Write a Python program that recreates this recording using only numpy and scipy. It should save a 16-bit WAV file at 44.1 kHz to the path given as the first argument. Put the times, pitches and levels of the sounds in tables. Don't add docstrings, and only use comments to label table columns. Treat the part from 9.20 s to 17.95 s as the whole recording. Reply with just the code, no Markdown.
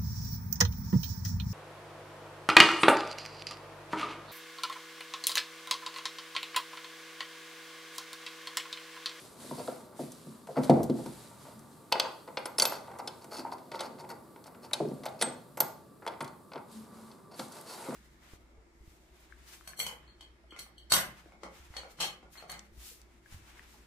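import sys
import numpy as np
from scipy import signal
from scipy.fft import rfft, irfft, next_fast_len
from scipy.io import wavfile

SR = 44100
rng = np.random.default_rng(int(sys.argv[2]) if len(sys.argv) > 2 else 0)


def master(y):
    cut = np.clip(np.atleast_2d(y).T, -1, 1)
    pcm = np.round(cut * 32767)
    wavfile.write(sys.argv[1], SR, pcm.astype(np.int16))


def amplitude_ratio(level_db):
    exponent = np.asarray(level_db, float) / 20
    return 10 ** exponent


N = 385875


def in_time(rows):
    s, *columns = np.transpose(rows)
    return [np.interp(np.arange(N) / SR, s, c) for c in columns]


def at_hz(points, hz, column=1):
    points = np.array(points)
    return np.interp(np.log(hz), np.log(points[:, 0]), points[:, column])


def rms_one(x):
    return x / np.sqrt(np.mean(x ** 2) + 1e-20)


def band(x, low_hz, high_hz):
    sos = signal.butter(2, [low_hz, min(high_hz, .45 * SR)], "band", fs=SR, output="sos")
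    return signal.sosfilt(sos, x)


def drift(rate_hz):
    knots = rng.standard_normal(600)
    return np.interp(np.arange(N) / SR * rate_hz, np.arange(600), knots)


def ring(force, modes):
    out = 0
    for k, (hz, db, t60_s) in enumerate(modes):
        r, w = amplitude_ratio(-60 / (t60_s * SR)), 2 * np.pi * hz / SR
        mode = signal.lfilter([0, np.sin(w)], [1, -2 * r * np.cos(w), r * r], force + 1e-18)
        out = out + (-1) ** k * amplitude_ratio(db) * mode
    return out


def colour(force, peaks):
    out = 0
    for k, (hz, width_hz, db) in enumerate(peaks):
        r, w = np.exp(-np.pi * width_hz / SR), 2 * np.pi * hz / SR
        feed = (1 - r * r) / 2 * np.array([1, 0, -1])
        peak = signal.lfilter(feed, [1, -2 * r * np.cos(w), r * r], force + 1e-18)
        out = out + (-1) ** k * amplitude_ratio(db) * peak
    return out


def blows(start_s, level_db, contact_ms, first=5.7):
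    force, age_ms = np.zeros(N + 2048), np.arange(2048) / SR * 1000
    decay = np.exp(-age_ms / np.clip(contact_ms, .3, 12)[:, None])
    shape = decay * (1 - np.exp(-age_ms / .5))
    impact = first * (np.arange(2048) == 20)
    spectrum = rfft(rng.standard_normal((len(start_s), 2048)) * shape + impact)
    evened = irfft(spectrum / np.sqrt(np.abs(spectrum)))
    chatter = evened * np.sqrt(np.sqrt(shape))
    for s, db, one in zip(start_s, level_db, chatter):
        force[round(s * SR):][:2048] += amplitude_ratio(db) * one / np.sqrt(np.sum(one ** 2))
    return force[:N]


def grit(per_s, spread_db):
    sizes = amplitude_ratio(spread_db * np.minimum(rng.exponential(1, N), 4)) * rng.standard_normal(N)
    return rms_one(sizes * (rng.random(N) < per_s / SR))


EDGES_HZ = 28 * 2 ** np.arange(0, 9.6, .5)


def stereo_bands(white, gain_at, likeness_at, edges_hz=EDGES_HZ):
    out = 0
    for k, (low, high) in enumerate(zip(edges_hz, edges_hz[1:])):
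        mid, side = band(white[k % 2], low, high)
        hz = np.sqrt(low * high)
        alike = np.clip(likeness_at(hz), 0, 1)
        pair = np.sqrt(1 + alike) * mid + np.sqrt(1 - alike) * side * [[1], [-1]]
        out = out + gain_at(hz) * pair
    return out


# [pitch_hz, density_db_per_hz]
HUM = [(20, -33), (114, -2), (223, -0.5), (277, -3), (344, -1.5), (754, -16), (1160, -10), (1330, -18),
       (2840, -43), (4490, -26), (5880, -43), (10100, -20), (12900, -29.5), (16000, -52)]
# [pitch_hz, left_right_likeness (0-1)]
AIR_LIKENESS = [(60, 0.99), (500, 0.7), (2000, 0.52), (6000, 0.768), (12000, 0.096)]
HUM_DB = -50.5


def hum():
    air = stereo_bands(rng.standard_normal((2, 2, N)),
                       lambda hz: amplitude_ratio(at_hz(HUM, hz) + 2.0 * drift(2.7)),
                       lambda hz: at_hz(AIR_LIKENESS, hz))
    whine = rms_one(ring(rng.standard_normal(N), [(1165.0, 0, 0.2)]))
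    return amplitude_ratio(HUM_DB - 5.5) * rms_one(air) + amplitude_ratio(-69.0) * whine


# [pitch_hz, t60_s, level_db, left_right_likeness (0-1)]
GARAGE = [(58.3, 0.89, 9.5, 1), (247, 0.43, 1, 0.86), (966, 0.47, -1, 0.53), (2280, 0.45, -6.5, 0.47),
          (3500, .48, -10, 0.7), (4820, 0.45, -13, 0.58), (7500, 0.45, -13, .3), (12100, 0.3, -15.5, 0.093)]


def garage(x):
    t = np.arange(SR) / SR
    build = np.clip((t - .006) / 0.0073, 0, 1)

    def dying(hz):
        shape = build * amplitude_ratio(-60 * t / at_hz(GARAGE, hz))
        return amplitude_ratio(at_hz(GARAGE, hz, column=2)) * shape / np.sqrt(2 * np.sum(shape ** 2))

    tail = stereo_bands(rng.standard_normal((2, 2, SR)), dying, lambda hz: at_hz(GARAGE, hz, column=3))
    return signal.fftconvolve(x[None], tail, axes=1)[:, :N]


# [time_s, level_db]
STEADY = [(2.7, -73.5), (3.61, -75), (3.81, -74.5), (4.78, -74.5), (4.95, -77.5), (5.41, -82.5),
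          (5.7, -69.5), (6.49, -82), (7.38, -85)]
# [start_s, length_s, level_db]
MOVES = [(-.05, 0.21, -63), (0.179, 0.44, -60), (0.771, 0.14, -58), (0.91, 0.31, -70.5),
         (1.27, 0.47, -71.5), (1.424, 0.081, -56), (1.742, 0.42, -64), (2.183, 0.21, -69),
         (2.52, 0.021, -68), (7.488, 0.2, -64.5), (7.722, 0.27, -71), (8.166, 0.12, -53.5),
         (8.317, 0.19, -60.5), (8.472, 0.34, -58)]
MOVE_RISE_S, MOVE_FALL_S = 0.073, 0.24


def rustling():
    t = np.arange(0, N + 64, 64) / SR
    swells = 0
    for s, length, db in MOVES:
        rise, fall = (t - s) / MOVE_RISE_S + .5, (s + length - t) / MOVE_FALL_S + .5
        swells = swells + amplitude_ratio(db) * np.clip(np.minimum(rise, fall), 0, 1) ** 2
    return amplitude_ratio(in_time(STEADY)[0]) + np.interp(np.arange(N) / SR, t, swells)


# [pitch_hz, density_db_per_hz]
RUSTLE = [(880, -29), (1500, -5.5), (1670, -2.5), (2400, -10.5), (4500, -3), (5880, -9), (10100, -1.5),
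          (16000, -9.5)]


def sleeves():
    white = np.array([[grit(per_s=12000, spread_db=-2.5) for side in "ms"] for draw in "ab"])
    fizz = stereo_bands(white,
                        lambda hz: amplitude_ratio(at_hz(RUSTLE, hz) + 1.0 * drift(54)),
                        lambda hz: at_hz(AIR_LIKENESS, hz), EDGES_HZ[11:])
    soft = signal.sosfilt(signal.butter(4, 12000, fs=SR, output="sos"), fizz)
    return amplitude_ratio(6.5) * rustling() * rms_one(soft)


PANEL_HZ = 222.2
# [time_s, level_db]
PANEL = [
    [(2.25, -67), (2.362, -48), (2.55, -74)],
    [(7.45, -77), (7.59, -46), (7.69, -73), (7.8, -52.5), (7.95, -65)],
]


def panel():
    t = np.arange(N) / SR
    swell = sum(amplitude_ratio(in_time(rows)[0]) * (t > rows[0][0]) * (t < rows[-1][0]) for rows in PANEL)
    return swell * rms_one(ring(rng.standard_normal(N), [(PANEL_HZ, 0, .5)]))


# [start_s, peak_db, upper_mode_hardness_db, contact_ms]
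KNOCKS = [(0.245, -36, -15, 6), (0.312, -33, -1, 5.2), (0.38, -34.5, -3, 21), (0.408, -49, 5, 7.8),
          (0.482, -37, 10.5, 2.4), (0.474, -40, 0, 6.1), (0.398, -44, 9.5, 5), (1.366, -26.5, -1, 22),
          (0.521, -46.5, 9, 4.9), (0.792, -28.5, 0, 18), (0.829, -35, -33, 13), (1.07, -34, -31.5, 4.2),
          (1.287, -44, 13.5, 25), (1.375, -19, -7, 20), (1.398, -28, -17, 14), (1.495, -10, -3.5, 4.8),
          (1.517, -15, -13, 14), (1.57, -45, 19, 10), (1.603, -24, -5.5, 4.3), (1.696, -17.5, -11.5, 4.5),
          (1.75, -42, 3, 7), (1.788, -39, 5.5, 23), (1.859, -30.5, -6, 4.8), (4.188, -35, -13, 7.8),
          (2.281, -52.5, 6, 4), (5.602, -22, -1, 7), (5.649, -23, -30, 10), (5.712, -29, -26, 11.2),
          (6.066, -31, -1.5, 14), (7.357, -36.5, 2, 2.7), (8.259, -43, -23, 4.6), (8.685, -29.5, -2.5, 3.2),
          (8.72, -35.5, -3, 18)]
# [start_s, peak_db, hardness_db]
CARRIED = [(2.721, -54, 3), (3.398, -40, 1), (6.02, -30.5, -10), (6.403, -36.5, 7), (7.008, -31, -16),
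           (8.191, -35.5, -7)]
CARRIED_MS = 10
# [pitch_hz, level_db, t60_s]
CHASSIS_LOW = [(125.6, -23.5, 1), (152, -12, 0.08), (221.8, -2, 0.12), (249.3, 0.5, 0.12),
               (347.6, 4.5, 0.051), (366.7, 3, 0.081)]
# [pitch_hz, level_db, t60_s]
CHASSIS_HIGH = [(416, -9, 0.13), (497, -3, 0.13), (548, -1.5, 0.053), (625, 1, 0.037), (720, -8, 0.077)]
# [pitch_hz, level_db, t60_s]
SWAY = [(54.3, -45.5, 0.5)]


def knocks(rumble_db):
    s, db, hard_db, ms = np.transpose(KNOCKS + [(*row, CARRIED_MS) for row in CARRIED])
    low = blows(s, db, ms, first=4.25)
    high = blows(s, db + hard_db, 0.93 * ms, first=8.3)
    boom = amplitude_ratio(-6.5) * ring(low, CHASSIS_LOW) + amplitude_ratio(-2) * ring(high, CHASSIS_HIGH)
    thump = amplitude_ratio(36.0) * band(low, 143.4, 440) + amplitude_ratio(31.0) * band(high, 480, 990)
    shove = rms_one(ring(rng.standard_normal(N), CHASSIS_LOW + CHASSIS_HIGH))
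    body = band(boom + thump + amplitude_ratio(rumble_db - 9.5) * shove, 110, 916)
    return body + ring(band(low, 45, 64), SWAY)


BUSH_HZ, BRACKET_HZ, MOUNT_HZ, LINK_HZ, EYE_HZ = 309, 327, 384, 421, 2060
ARM_HZ, SHANK_HZ, BOLT_HZ, COLLAR_HZ, TIP_HZ, SOCKET_HZ = 900, 4500, 3830, 8230, 9900, 12915
SHAFT_HZ, NUT_HZ, RIM_HZ, PIN_HZ = 4660, 5280, 13060, 3420
# [start_s, pitch_hz, level_db]
PINGS = [(1.507, BRACKET_HZ, -14.5), (2.722, ARM_HZ, -21.5), (2.722, SHANK_HZ, -26), (3.256, NUT_HZ, -41),
         (3.383, NUT_HZ, -21.5), (3.398, SOCKET_HZ, -47), (3.422, SOCKET_HZ, -42), (3.876, NUT_HZ, -32),
         (4.166, SHANK_HZ, -47), (7.046, PIN_HZ, -48), (3.453, RIM_HZ, -35), (6.025, BOLT_HZ, -29),
         (6.374, SOCKET_HZ, -50), (6.404, SHAFT_HZ, -27.5), (3.256, SOCKET_HZ, -50), (3.257, TIP_HZ, -32.5),
         (3.384, SOCKET_HZ, -48), (3.386, TIP_HZ, -21), (3.399, SHAFT_HZ, -15.5), (3.423, TIP_HZ, -16.5),
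         (3.421, SHANK_HZ, -18), (3.453, SOCKET_HZ, -30), (6.876, SHANK_HZ, -46), (6.876, PIN_HZ, -34),
         (4.252, ARM_HZ, -32), (6.023, EYE_HZ, -23), (4.605, BOLT_HZ, -34), (4.891, SOCKET_HZ, -57),
         (5.533, BOLT_HZ, -22), (5.532, TIP_HZ, -43), (5.607, LINK_HZ, -28), (5.605, BUSH_HZ, -26.5),
         (6.022, COLLAR_HZ, -29.5), (6.017, TIP_HZ, -28), (6.024, TIP_HZ, -23), (6.022, MOUNT_HZ, -28)]
SONG_S = {ARM_HZ: 0.0302, SHANK_HZ: 0.036, BOLT_HZ: 0.036, COLLAR_HZ: 0.25, TIP_HZ: 0.022, SOCKET_HZ: 0.24,
          SHAFT_HZ: 0.024, NUT_HZ: 0.025, RIM_HZ: .12, PIN_HZ: 0.033, BUSH_HZ: 0.13, BRACKET_HZ: 0.11,
          MOUNT_HZ: 0.11, LINK_HZ: 0.27, EYE_HZ: 0.024}
HELD_SPREAD = 3


def pings():
    out, age = np.zeros(N + SR), np.arange(SR // 2) / SR
    detune, share = np.array([[0], [.0028], [-.0065]]), np.array([[1], [.55], [.35]])
    for (s, hz, db), turns in zip(PINGS, rng.random((len(PINGS), 3, 1))):
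        spread = HELD_SPREAD if SONG_S[hz] < .07 else 1
        waves = np.sin(2 * np.pi * (hz * (1 + spread * detune) * age + turns))
        cluster = np.sum(share ** (1 / spread) * waves, axis=0)
        decay = amplitude_ratio(db - 60 * age / SONG_S[hz])
        out[round(s * SR):][:SR // 2] += decay * np.minimum(age / 0.00054, 1) * cluster
    return out[:N]


# [start_s, length_s, steel_db, alloy_db]
STROKES = [(1.353, 0.058, -58.5, -42), (1.43, 0.021, -59, -59), (2.201, .15, -80, -60.5),
           (2.745, .055, -72, -39), (2.814, .065, -72, -42), (3.463, .12, -51, -52), (6.9, .05, -70, -50),
           (7.031, 0.068, -70, -50), (4.009, 0.038, -60, -68), (6.845, 0.022, -65, -46),
           (3.075, 0.036, -74, -44.5), (3.787, 0.026, -52, -41), (4.106, 0.12, -49.5, -50.5),
           (4.153, 0.04, -56, -71), (.37, .06, -57, -66), (5.988, 0.036, -49.5, -58),
           (4.25, 0.04, -74, -45.5), (4.313, 0.037, -50.5, -44), (4.51, 0.084, -56, -45),
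           (4.585, 0.1, -53, -44), (4.775, 0.057, -58, -52), (4.889, 0.046, -54.5, -45),
           (5.255, 0.043, -59, -48.5), (5.42, 0.055, -57.5, -57), (5.833, 0.038, -56.5, -46),
           (6.003, 0.026, -46, -40), (6.818, 0.027, -79, -47), (7.312, 0.097, -81, -52.5),
           (8.108, 0.067, -61.5, -55.5), (8.184, 0.036, -66, -52), (8.301, 0.11, -66.5, -57.5),
           (8.457, 0.11, -53.5, -60)]
# [pitch_hz, width_hz, level_db]
SCRAPED = [(2600, 200, -8.5), (4500, 280, 0.5), (5470, 310, -7), (12915, 330, -12)]


def scrapes(drag_db):
    t, steel_gain, alloy_gain = np.arange(N) / SR, np.zeros(N), amplitude_ratio(drag_db - 7.0)
    for s, length, steel_db, alloy_db in STROKES:
        span = slice(round(s * SR), round((s + length) * SR))
        press = np.clip(np.minimum(t[span] - s, .5 * (s + length - t[span])) / .012, 0, 1)
        steel_gain[span] += amplitude_ratio(steel_db) * press
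        alloy_gain[span] += amplitude_ratio(alloy_db) * press
    uneven = amplitude_ratio(3.2 * np.minimum(drift(60), 1))
    whistle = rms_one(colour(grit(per_s=3000, spread_db=2.5), SCRAPED))
    hiss = rms_one(band(colour(grit(per_s=12000, spread_db=3.0), TIP), 5500, 11000))
    steel = whistle + .6 * hiss
    alloy = rms_one(band(colour(grit(per_s=1500, spread_db=1.8), ARM), 250, 1900))
    return uneven * (steel_gain * steel + alloy_gain * alloy)


# [start_s, pitch_hz, level_db, contact_ms]
GLANCES = [(.198, 1150, -12, 4), (0.311, 936, 4.5, 2.4), (0.475, 3900, -13, 8), (0.475, 1300, -2.5, 8.2),
           (1.385, 4500, -22, 5.1), (1.497, 3820, -3, 10), (1.505, 1920, -5, 8), (1.639, 6000, -24, 4),
           (2.7228, 12900, -10, .8), (2.725, 2600, 8.5, 5), (2.797, 13000, -11, 1), (2.798, 6200, 5, 2),
           (2.799, 2770, 5, 7.1), (3.172, 2480, 1.5, 8.2), (3.188, 10000, -20, 10), (3.398, 13200, -5, 1.5),
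           (3.398, 5940, 8, 4.5), (3.422, 6200, 1, 4), (3.456, 8930, -13, 1.8), (3.804, 5000, -22, 4),
           (4.122, 800, 0, 3), (4.261, 840, 3, 3.2), (4.271, 900, -6, 2.4), (4.322, 860, 6.5, 3.9),
           (4.543, 4000, -17, 3), (4.555, 3780, -13, 3), (4.574, 900, -8, 3.9), (4.636, 1210, -8, 2.9),
           (4.662, 4600, -18, 4), (4.807, 4500, -19, 5), (4.84, 800, 2, 4), (4.919, 8070, -26, 3),
           (5.512, 2000, -13, 3.8), (5.686, 5000, -24, 2), (5.74, 9000, -26, 5), (5.8619, 640, 11, .4),
           (5.884, 3840, -13, 5.7), (6.022, 2300, 6.5, 3.2), (6.822, 1460, -10, 2), (6.865, 890, 8, 1.8),
           (6.876, 2120, -6, 4), (6.878, 10000, -19, 6), (7.016, 9430, -20, 3), (7.023, 9000, -13, 7),
           (7.085, 800, -5, 4), (8.283, 7500, -19, 2), (8.575, 1300, -10, 12), (8.412, 10100, -14, 1),
           (7.359, 3250, -16, 5), (8.64, 2200, -12, 11),
           (1.4955, 680, 28, 0.7), (1.602, 663, 15, 5.4), (1.6965, 600, 15, 0.54), (3.679, 896, 2.5, 3.4),
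         (3.797, 820, 7.5, 4.5), (4.249, 830, 4, 2.1), (5.602, 340, 20, 2.3), (6.012, 4330, -2, 10),
         (6.0235, 480, 14, 1.8), (6.404, 1480, 6.5, 8.7), (7.008, 1060, 2.5, 3.4), (7.016, 880, 3, 1.8),
         (7.334, 4430, -14.5, 3)]
GLANCE_WIDTH = 0.31


def glances():
    s, hz, db, ms = np.transpose(GLANCES)
    slots_s = np.arange(len(s)) * 4096 / SR
    forces = blows(slots_s, db, ms, first=4.0)[:len(s) * 4096].reshape(-1, 4096)
    out = np.zeros(N + 4096)
    for start, pitch, force in zip(s, hz, forces):
        peak = [(pitch, GLANCE_WIDTH * pitch, 0)]
        out[round(start * SR):][:4096] += colour(colour(force, peak), peak)
    return out[:N]


# [start_s, shank_peak_db, arm_re_shank_db, tip_re_shank_db, socket_re_shank_db]
CLANKS = [(1.434, -37, 3.5, -9.5, -25), (1.443, -38, -3, -7, -25), (1.4964, -32, 8, -9.5, -29),
          (1.631, -43.5, -4, 2, -7), (2.7229, -14, -6, -20.5, -40), (2.7974, -12.5, -6.5, -23, -36),
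          (3.1708, -25, 4.5, -38, -52), (3.2556, -33.5, 8.5, -7.5, -33), (3.3834, -24.5, 2, -5.5, -32.5),
          (3.3975, -15.5, -11.5, -11, -32), (3.4124, -48, 22, 15, -19), (3.4211, -47.5, 30.5, 24.5, -9.5),
          (3.4528, -16, -5, -12, -22), (3.8742, -27.5, -1.5, -14.5, -45), (4.5923, -31, 0.5, -37, -37),
          (4.6057, -29.5, 1.5, -10.5, -42), (5.533, -21, -2.5, -8, -36.5), (5.8614, -32.5, 4, -18, -22),
          (6.0126, -23, 0.5, -10, -31), (6.0225, -22, 5, -6, -40), (6.3723, -52.5, 24, 8.5, 2),
          (6.4033, -24.5, 4.5, -1.5, 2), (6.8752, -32, 7.5, -18, -45), (7.006, -34, 11.5, -12.5, -31),
          (8.1937, -31.5, 2, -11.5, -35)]
# [start_s, shank_peak_db, arm_re_shank_db, tip_re_shank_db]
TAPS = [(1.2706, -55.5, 18, -1), (1.3673, -46, 15.5, -18), (1.8607, -45.5, 10, -6), (2.7189, -41, 22, -19),
        (3.0754, -49.5, 10, -23), (3.521, -47.5, 23.5, -15), (3.6741, -54.5, 10, -10),
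        (3.7144, -54.5, 13.5, -9), (3.7868, -50, 12, 0), (4.0432, -54, 14, 2.5), (4.1126, -58, 16, -11.5),
        (7.378, -52, 15, -30), (6.936, -61, 23.5, -20), (4.3176, -45, -4, -29), (4.3834, -52, 5, -12),
        (4.5165, -38, 5, -17), (4.7857, -55, 3, -18), (4.8456, -60, 20, -11), (4.8904, -54, 11.5, -1),
        (5.1599, -57.5, 17, -16.5), (5.3468, -56, 15, -20), (5.5109, -51.5, 15.5, -9),
        (5.8347, -43, 8.5, -12), (5.8556, -45, 16, 1.5), (6.8644, -42, 16, -8), (7.3179, -49, 14, -28),
        (7.3336, -44, 7, -31), (7.3567, -45.5, 9.5, -37.5)]
# [start_s, shank_peak_db, tip_re_shank_db]
TICKS = [(0.919, -55, 8.5), (1.698, -40.5, -14), (2.392, -70, 13), (4.1679, -41, -15), (5.2406, -48, -8.5),
         (5.268, -61, 6), (5.4436, -51, -15), (5.8886, -53, -4), (5.9983, -57, -7), (7.0447, -43, -8),
         (7.077, -45, -9), (7.9149, -46, -27), (8.321, -55.5, 5.5), (8.339, -66, 1), (8.744, -56, 8)]
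# [pitch_hz, width_hz, level_db]
ARM = [(507, 380, -0.5), (725, 174, 2.5), (906, 145, 0.5), (1480, 187, -5), (2040, 340, -9.5)]
# [pitch_hz, width_hz, level_db]
SHANK = [(2260, 710, -14.5), (3340, 330, -2.5), (4280, 360, 1), (5320, 1130, -9.5)]
# [pitch_hz, width_hz, level_db]
TIP = [(6550, 6800, -2.5), (8530, 1800, 2), (10000, 640, -1.9)]
# [pitch_hz, width_hz, level_db]
SOCKET = [(11900, 900, -9), (13050, 1000, 0), (14200, 900, -19)]
# [pitch_hz, level_db, t60_s]
STEEL = [(1480, -3.5, 0.044), (2100, -4.5, 0.059), (2630, -7.5, 0.054), (3070, -3, 0.067), (3410, -3, .06),
         (4360, -3.5, .04), (4620, -5.5, .05), (5240, -6, .05), (6200, -6, .04), (7740, -9.5, .04)]
STEEL_DB = -44
CLANK_MS, TAP_MS, TICK_MS = 7.2, 7.0, 7.0
SHANK_SHARE, TIP_SHARE = 0.88, 0.94
SHORTER_DB_PER_DB = 0.26
TICK_ARM_DB, SOCKET_RE_TIP_DB = -31.5, -17.5


def clinks():
    rows = [(*row, CLANK_MS * amplitude_ratio(-SHORTER_DB_PER_DB * (row[1] + 23))) for row in CLANKS]
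    rows += [(s, db, arm, tip, tip + SOCKET_RE_TIP_DB, TAP_MS) for s, db, arm, tip in TAPS]
    rows += [(s, db, TICK_ARM_DB, tip, tip + SOCKET_RE_TIP_DB, TICK_MS) for s, db, tip in TICKS]
    s, shank_db, arm_db, tip_db, socket_db, ms = np.transpose(rows)
    arm = blows(s, shank_db + arm_db + 31, ms)
    shank = blows(s, shank_db + 28.5, SHANK_SHARE * ms)
    tip = blows(s, shank_db + tip_db + 33.0, TIP_SHARE * ms)
    socket = blows(s, shank_db + socket_db + 40.5, TIP_SHARE * ms)
    low = band(colour(arm, ARM), 230, 3200) + band(colour(shank, SHANK), 1700, 6800)
    high = band(colour(tip, TIP), 4000, 13000) + band(colour(socket, SOCKET), 9500, 14800)
    return low + high + amplitude_ratio(STEEL_DB) * ring(shank, STEEL)


# [pitch_hz, left_lead_rad, left_re_right_db, scatter_rad]
PORTS = [(195.5, 0.25, 0.5, 0), (2000, .25, 1.5, .3), (5000, 0.3, 0, .25), (6300, .5, -1, .6),
         (8500, 1.2, -.5, 1.6), (11000, 0.8, -1, .9), (13000, .8, -2, .6), (16000, 1, -1.5, 1.2)]


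def two_ports(x):
    size = next_fast_len(N)
    hz = np.fft.rfftfreq(size, 1 / SR) + 1
    scatter = np.interp(hz / 300, np.arange(80), rng.standard_normal(80))
    phase_rad = at_hz(PORTS, hz) + scatter * at_hz(PORTS, hz, column=3)
    half = np.exp(.5j * phase_rad) * amplitude_ratio(at_hz(PORTS, hz, column=2) / 2)
    return irfft(rfft(x, size) * np.array([half, 1 / half]), size)[:, :N]


# [start_s, length_s, cut_hz]
TOP_DIPS = [(3.262, .022, 13600), (3.465, .13, 14300), (6.04, .07, 14600), (6.381, .014, 13900),
            (6.408, .09, 14500)]


def dip_top(x):
    out = x.copy()
    for s, length, cut_hz in TOP_DIPS:
        span = slice(round((s - .01) * SR), round((s + length + .01) * SR))
        sos = signal.cheby1(8, .05, cut_hz, "high", fs=SR, output="sos")
        top = signal.sosfiltfilt(sos, x[:, span])
        out[:, span] -= top * signal.windows.tukey(top.shape[1], .02 / (length + .02))
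    return out


# [time_s, arm_drag_db, chassis_rumble_db]
HANDLING = [(0.0, -57, -65), (0.24, -53, -43.5), (0.41, -47.5, -49.5), (1.32, -76, -54.5), (1.41, -50, -29),
            (1.56, -39, -50), (1.63, -54, -61), (2.07, -54.5, -62), (2.75, -63.5, -98), (3.75, -47, -47),
            (4.0, -55.5, -51.5), (4.77, -65, -44), (5.19, -63.5, -58), (5.73, -55.5, -41.5),
            (6.8, -90, -65), (7.82, -54, -61.5), (8.14, -67, -66), (8.75, -37, -51)]
SONG_ECHO = 0.36


def scene():
    drag_db, rumble_db = in_time(HANDLING)
    struck, song = clinks(), pings()
    rubbed = glances() + scrapes(drag_db)
    booms = knocks(rumble_db) + panel()
    echo = garage(struck + rubbed + SONG_ECHO * song + 0.61 * booms)
    near = two_ports(struck + booms) + two_ports(rubbed + song)
    return near + echo + sleeves() + hum()


def roll_off(x):
    return signal.sosfilt(signal.butter(12, 16670, fs=SR, output="sos"), x)


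def record(dry):
    thin = signal.sosfilt(signal.butter(2, 45, "high", fs=SR, output="sos"), dry)
    thin = signal.sosfilt(signal.cheby2(10, 45, 16500, fs=SR, output="sos"), thin)
    mix = dip_top(thin)
    return roll_off(mix)


dry = scene()
out = record(dry)
master(out)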